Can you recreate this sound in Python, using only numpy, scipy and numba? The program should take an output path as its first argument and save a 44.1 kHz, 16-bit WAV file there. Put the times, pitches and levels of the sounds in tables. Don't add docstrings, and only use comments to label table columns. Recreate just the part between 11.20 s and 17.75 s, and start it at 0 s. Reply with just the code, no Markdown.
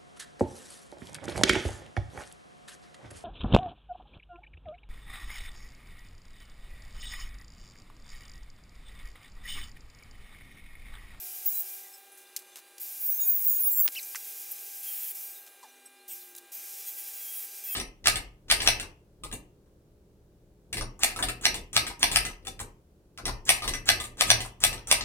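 import sys
import numpy as np
from scipy import signal
from scipy.fft import rfft, irfft
from scipy.io import wavfile
from scipy.ndimage import uniform_filter1d
from numba import njit

SR = 44100
rng = np.random.default_rng(int(sys.argv[2]) if len(sys.argv) > 2 else 0)


def level_to_linear(level):
    exponent = np.asarray(level, float) / 20
    return 10 ** exponent


def store_wav(level_fs):
    pcm = np.round(np.clip(np.atleast_2d(level_fs), -1, 1) * 32767)
    wavfile.write(sys.argv[1], SR, pcm.T.astype(np.int16))


N = 288855
T = np.arange(N) / SR
TOP_HZ = 15700
RECOVERY_HZ, IDLE_HZ = 699.5, 686


def level(x, db):
    return x * level_to_linear(db) / np.sqrt(np.mean(x ** 2) + 1e-18)


def colour(x, gain):
    cepstrum = irfft(np.log(gain(np.linspace(1, SR / 2, 2049)) + 1e-5))
    cepstrum[1:2048] *= 2
    cepstrum[2049:] = 0
    response = irfft(np.exp(rfft(cepstrum)))[:2048]
    return signal.fftconvolve(x, response)[:len(x)]


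def shape(points):
    hz, db = np.transpose(points)
    return lambda f: level_to_linear(np.interp(np.log(f), np.log(hz), db))


def hump(hz, octaves):
    return lambda f: np.exp(-.5 * (np.log2(f / hz) / octaves) ** 2)


def split_at(x, hz, order):
    return [signal.sosfilt(signal.butter(order, hz, kind, fs=SR, output="sos"), x) for kind in ("low", "high")]


def walk(n, rate):
    held = max(int(SR / rate), 1)
    steps = np.repeat(rng.standard_normal(n // held + 1), held)
    return 1.204 * uniform_filter1d(uniform_filter1d(steps, held), held)[:n]


def between(start, end):
    return slice(int(start * SR), min(int(end * SR), N))


def play(rows):
    times, *columns = np.transpose(rows)
    span = between(times[0], times[-1])
    return span, [np.interp(T[span], times, column) for column in columns]


def fade(n, s):
    i = np.arange(n)
    return np.clip(np.minimum(i, n - i) / (s * SR), 0, 1)


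@njit
def lag(x, rise, fall):
    y, z = np.empty(len(x)), 0.
    for i in range(len(x)):
        z += (x[i] - z) * (rise if x[i] > z else fall)
        y[i] = z
    return y


def patchy(x, db, rate):
    changes = 0
    for hz in np.geomspace(2700, 14000, num=7):
        changes = changes + colour(x, hump(hz, 0.12)) * (level_to_linear(db * walk(N, rate)) - 1)
    return x + changes


def chirps():
    count, low_hz, loudest_db, unit_s = 90, 3400, -59, .014
    out, t = np.zeros(N), T[:3000]
    for when, pitch, softness, length, glide in rng.random((count, 5)):
        hz = low_hz * 2 ** (2 * pitch) * (1 + (glide - .5) * t)
        envelope = np.exp(-((t / unit_s - 2) / (.5 + length)) ** 2)
        tone = np.sin(2 * np.pi * np.cumsum(hz) / SR + walk(len(t), 200))
        i = int(when * (N - len(t)))
        out[i:i + len(t)] += level_to_linear(loudest_db - 10 * softness) * envelope * tone
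    return out


def mains_hum():
    # multiple of the base rate, rms level/dB
    lines = [(2, -68), (3, -80), (4, -68.5), (5, -77), (6, -69), (7, -73), (9, -74), (10, -72)]
    base_hz = 400.1
    out = np.zeros(N)
    for k, db in lines:
        tone = np.sin(2 * np.pi * k * base_hz * T + 0.21 * walk(N, 3.07))
        out += np.sqrt(2) * level_to_linear(db + 1.0 * walk(N, 6.2)) * tone
    return out


def far_engines():
    # start t/s, end t/s, first f/Hz, last f/Hz, peak level/dB
    drones = [(0, 0.805, 371.5, 387, -70), (0.793, 1.688, 390.5, 353.5, -69),
              (1.706, 1.804, 353, 250, -69.5), (2.586, 2.718, 237, 340, -72),
              (2.689, 4.767, 400.6, 386.8, -72.5), (4.755, 5.286, 380, 343.6, -65),
              (5.298, 6.516, 365, 417.5, -71.5), (0, 0.294, 730, 740, -62), (0.269, 0.952, 730, 788, -65.5),
              (3.334, 3.502, 395, 455, -69), (3.932, 4.396, 661, 740, -72),
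              (4.41, 5.16, 251.7, 259.6, -73.5), (5.141, 5.34, 264.4, 224, -80),
              (5.807, 6.49, 256.8, 285.5, -79.5)]
    out = np.zeros(N)
    for start, end, first_hz, last_hz, db in drones:
        span, (hz,) = play([(start, first_hz), (end, last_hz)])
        n = len(hz)
        phase = 2 * np.pi * np.cumsum(hz + 1.8 * walk(n, 12)) / SR
        out[span] += level_to_linear(db + 1.9 * walk(n, 9.1)) * np.sin(phase) * fade(n, 0.027)
    return out


def yard():
    # f/Hz, level/dB per Hz
    spectrum = [(150, -26), (250, -20), (361, -8), (520, -10), (700, -14), (1500, -15), (2800, -14),
                (4700, -18.5), (6000, -18.5), (10000, -13), (16000, -19.5)]
    wash = level(colour(rng.standard_normal(N), shape(spectrum)), -59)
    wash = wash * level_to_linear(.9 * walk(N, 2.8))
    return patchy(wash, 3.5, 14) + chirps() + mains_hum() + far_engines()


def hits():
    # t/s, peak level/dB, centre f/Hz, width/octaves,
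    # decay time by 60 dB/s
    strikes = [(1.164, -14.5, 8040, 1.23, 0.048), (1.19, -31.5, 10000, 1.3, 0.092),
               (1.222, -38, 7000, 0.83, 0.025), (1.358, -24, 7000, 1.9, 0.028),
               (1.581, -28.5, 9100, 1.43, 0.047), (2.659, -23.5, 11000, 0.47, 0.086),
               (2.66, -33.5, 1150, 1.17, 0.02), (2.679, -8.5, 2780, 1.7, 0.0037),
               (2.687, -12.5, 4500, 3.8, 0.0029), (2.83, -29, 7600, 0.38, 0.04),
               (2.948, -27.5, 1560, 0.79, 0.021), (2.956, -28, 1820, 0.39, 0.034),
               (2.956, -24.5, 6240, 0.46, 0.058), (4.43, -42, 6000, 0.77, 0.17),
               (5.151, -26.5, 11000, 1.8, 0.024)]
    out, t = np.zeros(N), T[:6000]
    for s, db, hz, octaves, t60 in strikes:
        push = .5 * rng.standard_normal(len(t)) * level_to_linear(-60 * t / max(t60, .001))
        push[0] = 2.95
        sound = colour(push, hump(hz, octaves))
        i = int(s * SR)
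        out[i:i + len(t)] += level_to_linear(db) * sound / np.max(np.abs(sound))
    return out


def rasps():
    # t/s, length/s, rms level before the envelope/dB, centre f/Hz, width/octaves
    bursts = [(4.895, 0.053, -58, 2830, 0.22), (0.916, 0.055, -56, 10500, 0.17),
              (.972, 0.072, -54, 10900, 0.79), (.768, .04, -59, 13200, .08),
              (1.364, 0.041, -47.5, 7000, 3.2), (1.612, 0.036, -39.5, 14500, 0.27),
              (4.262, 0.034, -54, 6000, 2.6), (4.905, 0.055, -42, 14500, 0.26),
              (5.161, 0.013, -42, 12000, 0.69), (5.175, 0.023, -45.5, 10300, 1.4),
              (5.343, .045, -44, 14100, 0.14)]
    out = np.zeros(N)
    for s, length, db, hz, octaves in bursts:
        n, i = int(length * SR), int(s * SR)
        rough = rng.standard_normal(n) * level_to_linear(3 * walk(n, 400))
        envelope = fade(n, 0.0029) * np.linspace(1.5, .4, n)
        out[i:i + n] += level(colour(rough, hump(hz, octaves)), db) * envelope
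    return out


def squeaks():
    # start t/s, length/s, pitch f/Hz, highest level/dB, strongest region f/Hz
    steady = [(0.63, 0.065, 1990, -61, 2010), (0.732, 0.031, 2660, -48.5, 6430),
              (3.311, 0.019, 1740, -30, 14300), (4.14, 0.061, 3830, -58.5, 3700),
              (4.656, 0.018, 2776, -43, 8250), (4.9, 0.036, 8140, -43.5, 8000)]
    # strongest region f/Hz, width/octaves, then rows of t/s, pitch f/Hz, level/dB
    swoops = [(2900, .4, [(.09, 2540, -82), (.13, 2900, -61), (.175, 3250, -68)]),
              (3300, .46, [(2.75, 1500, -45), (2.76, 2650, -38), (2.77, 3000, -37), (2.785, 2650, -37),
              (2.801, 1750, -46)]), (895, 0.56, [(4.422, 1140, -79), (4.432, 1016, -49.5), (4.46, 794, -56),
              (4.503, 690, -82)])]
    rise, edge_db, steady_octaves = 0.37, -10, 0.35
    notes = []
    for s, length, hz, db, peak_hz in steady:
        rows = [(s, hz, db + edge_db), (s + rise * length, hz, db), (s + length, hz, db + edge_db)]
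        notes.append((peak_hz, steady_octaves, rows))
    out = np.zeros(N)
    for peak_hz, octaves, rows in notes + swoops:
        span, (hz, db) = play(rows)
        n = len(hz)
        phase = 2 * np.pi * np.cumsum(hz * (1 + 0.022 * walk(n, 350))) / SR
        resonance = hump(peak_hz, octaves)
        note = np.zeros(n)
        for k in range(1, 11):
            partial = np.sin(k * phase + .45 * walk(n, 700))
            note += resonance(k * hz) * partial * (k * hz < TOP_HZ)
        out[span] += level(note, 0) * level_to_linear(db + 1.0 * walk(n, 143))
    return out


def wheel_phase():
    # start t/s, end t/s, then the slowing below the recovery rate
    # at which it would settle, first f/Hz and last f/Hz
    presses = [(.24, .428, 27, 53), (1.815, 2.075, 46, 99), (2.075, 2.14, 89, 89), (2.253, 2.665, 74, 139),
               (3.61, 3.775, 49, 94), (3.801, 3.907, 49, 95), (5.518, 5.703, 22, 42), (5.76, 5.8, 40, 77),
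               (5.85, 5.88, 31, 60), (5.963, 6.083, 35, 68), (6.121, 6.245, 40, 76), (6.413, 6.55, 38, 70)]
    sag_s, recover_s = .038, .13
    judder = .03
    load = sum(np.interp(T, [start, end], [first, last], 0, 0) for start, end, first, last in presses)
    slowing = lag(load, 1 / (sag_s * SR), 1 / (recover_s * SR))
    hz = np.minimum(RECOVERY_HZ - slowing, IDLE_HZ)
    hz += judder * (IDLE_HZ - hz) * walk(N, 30)
    return hz, 2 * np.pi * np.cumsum(hz) / SR


def motor(turns, phase):
    # switch-on t/s, switch-off t/s, whir level below 10 kHz/dB, boost above 10 kHz/dB,
    # coasting loss/(dB/s)
    runs = [(-.1, 0.52, -50.5, 5, 49.5), (1.596, 2.673, -51, 6.5, 69), (2.716, 3.928, -50.5, 3, 132),
            (3.946, 4.078, -53.5, 8, 66), (4.877, 4.953, -52, 4.5, 64), (5.316, 6.55, -49.5, 1, 50)]
    # f/Hz, level/dB per Hz
    whir = [(590, -49.5), (1000, -42.5), (1610, -16.5), (2150, -16), (2360, -8.5), (2560, -11.5),
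            (4480, -13), (4800, -7.5), (5700, -5.5), (10200, -7.5), (12700, -1.5), (16000, -2)]
    # multiple of the wheel turn rate (armature 3.55), peak level re whir below 10 kHz/dB
    gear_notes = [(1, -23), (2, -27), (3, -25), (3.55, -12.5), (4.55, -25)]
    dulled, top_dulled = 0.045, 0.035
    spin_up_s = 0.0057
    coast_dulling = 0.26
    slowing = IDLE_HZ - turns
    rush = patchy(colour(rng.standard_normal(N), shape(whir)), 2.5, 22)
    low, top = split_at(rush, 10000, 4)
    scale = np.std(low)
    notes = np.zeros(N)
    for k, db in gear_notes:
        notes += level_to_linear(db + 2.2 * walk(N, 14)) * np.sin(k * phase + 0.26 * walk(N, 12))
    notes *= level_to_linear(-2 * dulled * slowing)
    low *= level_to_linear(.8 * walk(N, 24) - dulled * slowing) / scale
    top *= level_to_linear(1.0 * walk(N, 25) - top_dulled * slowing) / scale
    out = np.zeros(N)
    for on, off, db, top_db, coast_db in runs:
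        lost = coast_db * np.maximum(T - off, 0)
        spin_up = np.clip((T - on) / spin_up_s, 0, 1)
        out += (low + notes + top * level_to_linear(top_db - coast_dulling * lost)) * level_to_linear(db - lost) * spin_up
    return out


def whistles(angle):
    # start t/s, end t/s, multiple of the turn rate, rms level before wavering/dB
    locked = [(0.324, 0.425, 6, -57.5), (.33, .43, 12, -58), (1.883, 1.956, 9, -51.5),
              (1.877, 1.95, 15, -49.5), (1.925, 2.004, 10, -47), (1.978, 2.14, 11, -48.5),
              (1.979, 2.1, 17, -46.5), (1.98, 2.14, 6, -61.5), (2.287, 2.395, 11, -49.5),
              (2.36, 2.467, 18, -35.5), (2.495, 2.63, 13, -42.5), (2.506, 2.593, 21, -31.5),
              (2.597, 2.663, 22, -30), (3.657, 3.724, 5, -50), (5.66, 5.71, 10, -55),
              (5.983, 6.2, 5, -63.5), (6.0, 6.216, 11, -61), (6.467, 6.554, 4, -60),
              (6.442, 6.553, 10, -58)]
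    out = np.zeros(N)
    for start, end, multiple, db in locked:
        span = between(start, end)
        n = span.stop - span.start
        tone = np.sqrt(2) * np.sin(round(multiple) * angle[span] + 0.6 * walk(n, 90))
        out[span] += level_to_linear(db + 5.5 * walk(n, 32)) * tone * fade(n, 0.025)
    return out


def steel(f):
    # f/Hz, half-power width/Hz, level/dB
    modes = [(3700, 120, -16), (6300, 70, -19), (6800, 110, -11), (7600, 110, -10), (9000, 2000, -17),
             (11700, 2600, -11), (10900, 100, -8), (12300, 110, -6), (12600, 80, -10), (14800, 200, -3),
             (15300, 150, 0), (15600, 150, -3)]
    knee_hz = 6000
    skirt = level_to_linear(-18) * (f / 15000) ** 1.8
    power = sum(level_to_linear(db) ** 2 / (1 + (2 * (f - hz) / width) ** 2) for hz, width, db in modes)
    return np.sqrt(power + skirt ** 2) / np.sqrt(1 + (knee_hz / f) ** 8)


def flares():
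    # t/s, level/dB, held time/s
    catches = [(.262, -21, .005), (.378, -27, .01), (1.86, -27, 0.067), (2.01, -25.5, 0.0074),
               (2.085, -21, 0.018), (2.15, -23, 0.0054), (2.26, -22.5, 0.044), (2.475, -21.5, 0.0061),
               (2.58, -22, .03), (2.654, -22, .004), (5.6, -43.5, 0.0046), (5.68, -38, 0.0038),
               (5.789, -38.5, 0.0031), (5.88, -41.5, 0.0045), (6.14, -42.5, 0.087), (6.49, -39, 0.06)]
    rise, fall = 414, 255
    power = np.zeros(N)
    for s, db, held in catches:
        lost = rise * np.maximum(s - T, 0) + fall * np.maximum(T - s - held, 0)
        power += level_to_linear(db - lost) ** 2
    return power


def cutting(turns, angle):
    # contact t/s, lift t/s, screech level above 14 kHz/dB,
    # bar below 14 kHz re screech, before a common -8.5 dB/dB, singing re grit before the resonances/dB
    ringing_cuts = [(0.257, 0.426, -37, 5, -3), (1.802, 2.143, -32.5, -4, 11), (2.141, 2.23, -27, -7, -10),
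                    (2.227, 2.444, -25.5, -7, 2), (2.434, 2.666, -27, -7, 10)]
    damped_cuts = [(3.627, 3.92, -34, 0.5, -6.5), (5.555, 5.93, -57, 5, -1), (5.934, 6.26, -41, 3, 1),
                   (6.436, 6.547, -36.5, 0.5, 13)]
    # f/Hz, level/dB
    damped = [(710, -77), (1300, -24.5), (2900, -10), (3300, -11.5), (3700, -18.5), (9000, -6.5),
              (10500, -2.5), (15900, -10.5)]
    bite_db, bite_s = -4.5, 0.03
    wear_db, wear_rate, wobble_rad = 3.8, 26, .5
    flare = flares()
    out = np.zeros(N)
    for ringing, cuts in ((True, ringing_cuts), (False, damped_cuts)):
        for start, end, db, bar_db, sing_db in cuts:
            span = between(start, end)
            hz, phase = turns[span], angle[span]
            n = len(hz)
            steady = level_to_linear(db + bite_db * np.exp(-T[:n] / bite_s))
            loud = np.sqrt(steady ** 2 + flare[span])
            sing = np.zeros(n)
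            for k in range(2, 29):
                swell = level_to_linear(wear_db * walk(n, wear_rate))
                wobble = wobble_rad * walk(n, 41.7) + 2 * np.pi * rng.random()
                sing += swell * np.sin(k * phase + wobble) * (k * hz < TOP_HZ + 300)
            grit = rng.standard_normal(n) * (1 + 0.74 * np.sin(phase)) * level_to_linear(1.2 * walk(n, 57))
            ring = colour(level(sing, sing_db) + level(grit, 0), steel if ringing else shape(damped))
            bar, top = split_at(ring, 14000, 8)
            top = top / np.sqrt(uniform_filter1d(top ** 2, size=1300) + 0.041 * np.mean(top ** 2))
            bar = (steady if ringing else loud) * level_to_linear(bar_db) * level(bar, -8.5)
            out[span] += (loud * top + bar) * fade(n, 0.0024)
    return out


def porch(x):
    t60_s, echo_db = .09, -13
    t = T[:4000]
    sparse = rng.standard_normal(len(t)) * (rng.random(len(t)) < .15)
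    echoes = sparse * level_to_linear(-60 * t / t60_s) * (t > .002)
    echoes *= level_to_linear(echo_db) / np.sqrt(np.sum(echoes ** 2))
    return (x + signal.fftconvolve(x, echoes)[:N]) / np.sqrt(1 + level_to_linear(echo_db) ** 2)


def scene():
    turns, angle = wheel_phase()
    echoing = porch(motor(turns, angle) + cutting(turns, angle) + whistles(angle) + squeaks())
    mono = echoing + hits() + rasps() + yard()
    return np.array([mono, mono])


def top_cut(x):
    return signal.sosfilt(signal.butter(12, 17100, fs=SR, output="sos"), x)


def record(dry):
    x = signal.sosfilt(signal.butter(6, 200, "high", fs=SR, output="sos"), dry)
    x = signal.sosfilt(signal.ellip(10, .3, 70, TOP_HZ, fs=SR, output="sos"), x)
    return top_cut(x)


dry = scene()
out = record(dry)
store_wav(out)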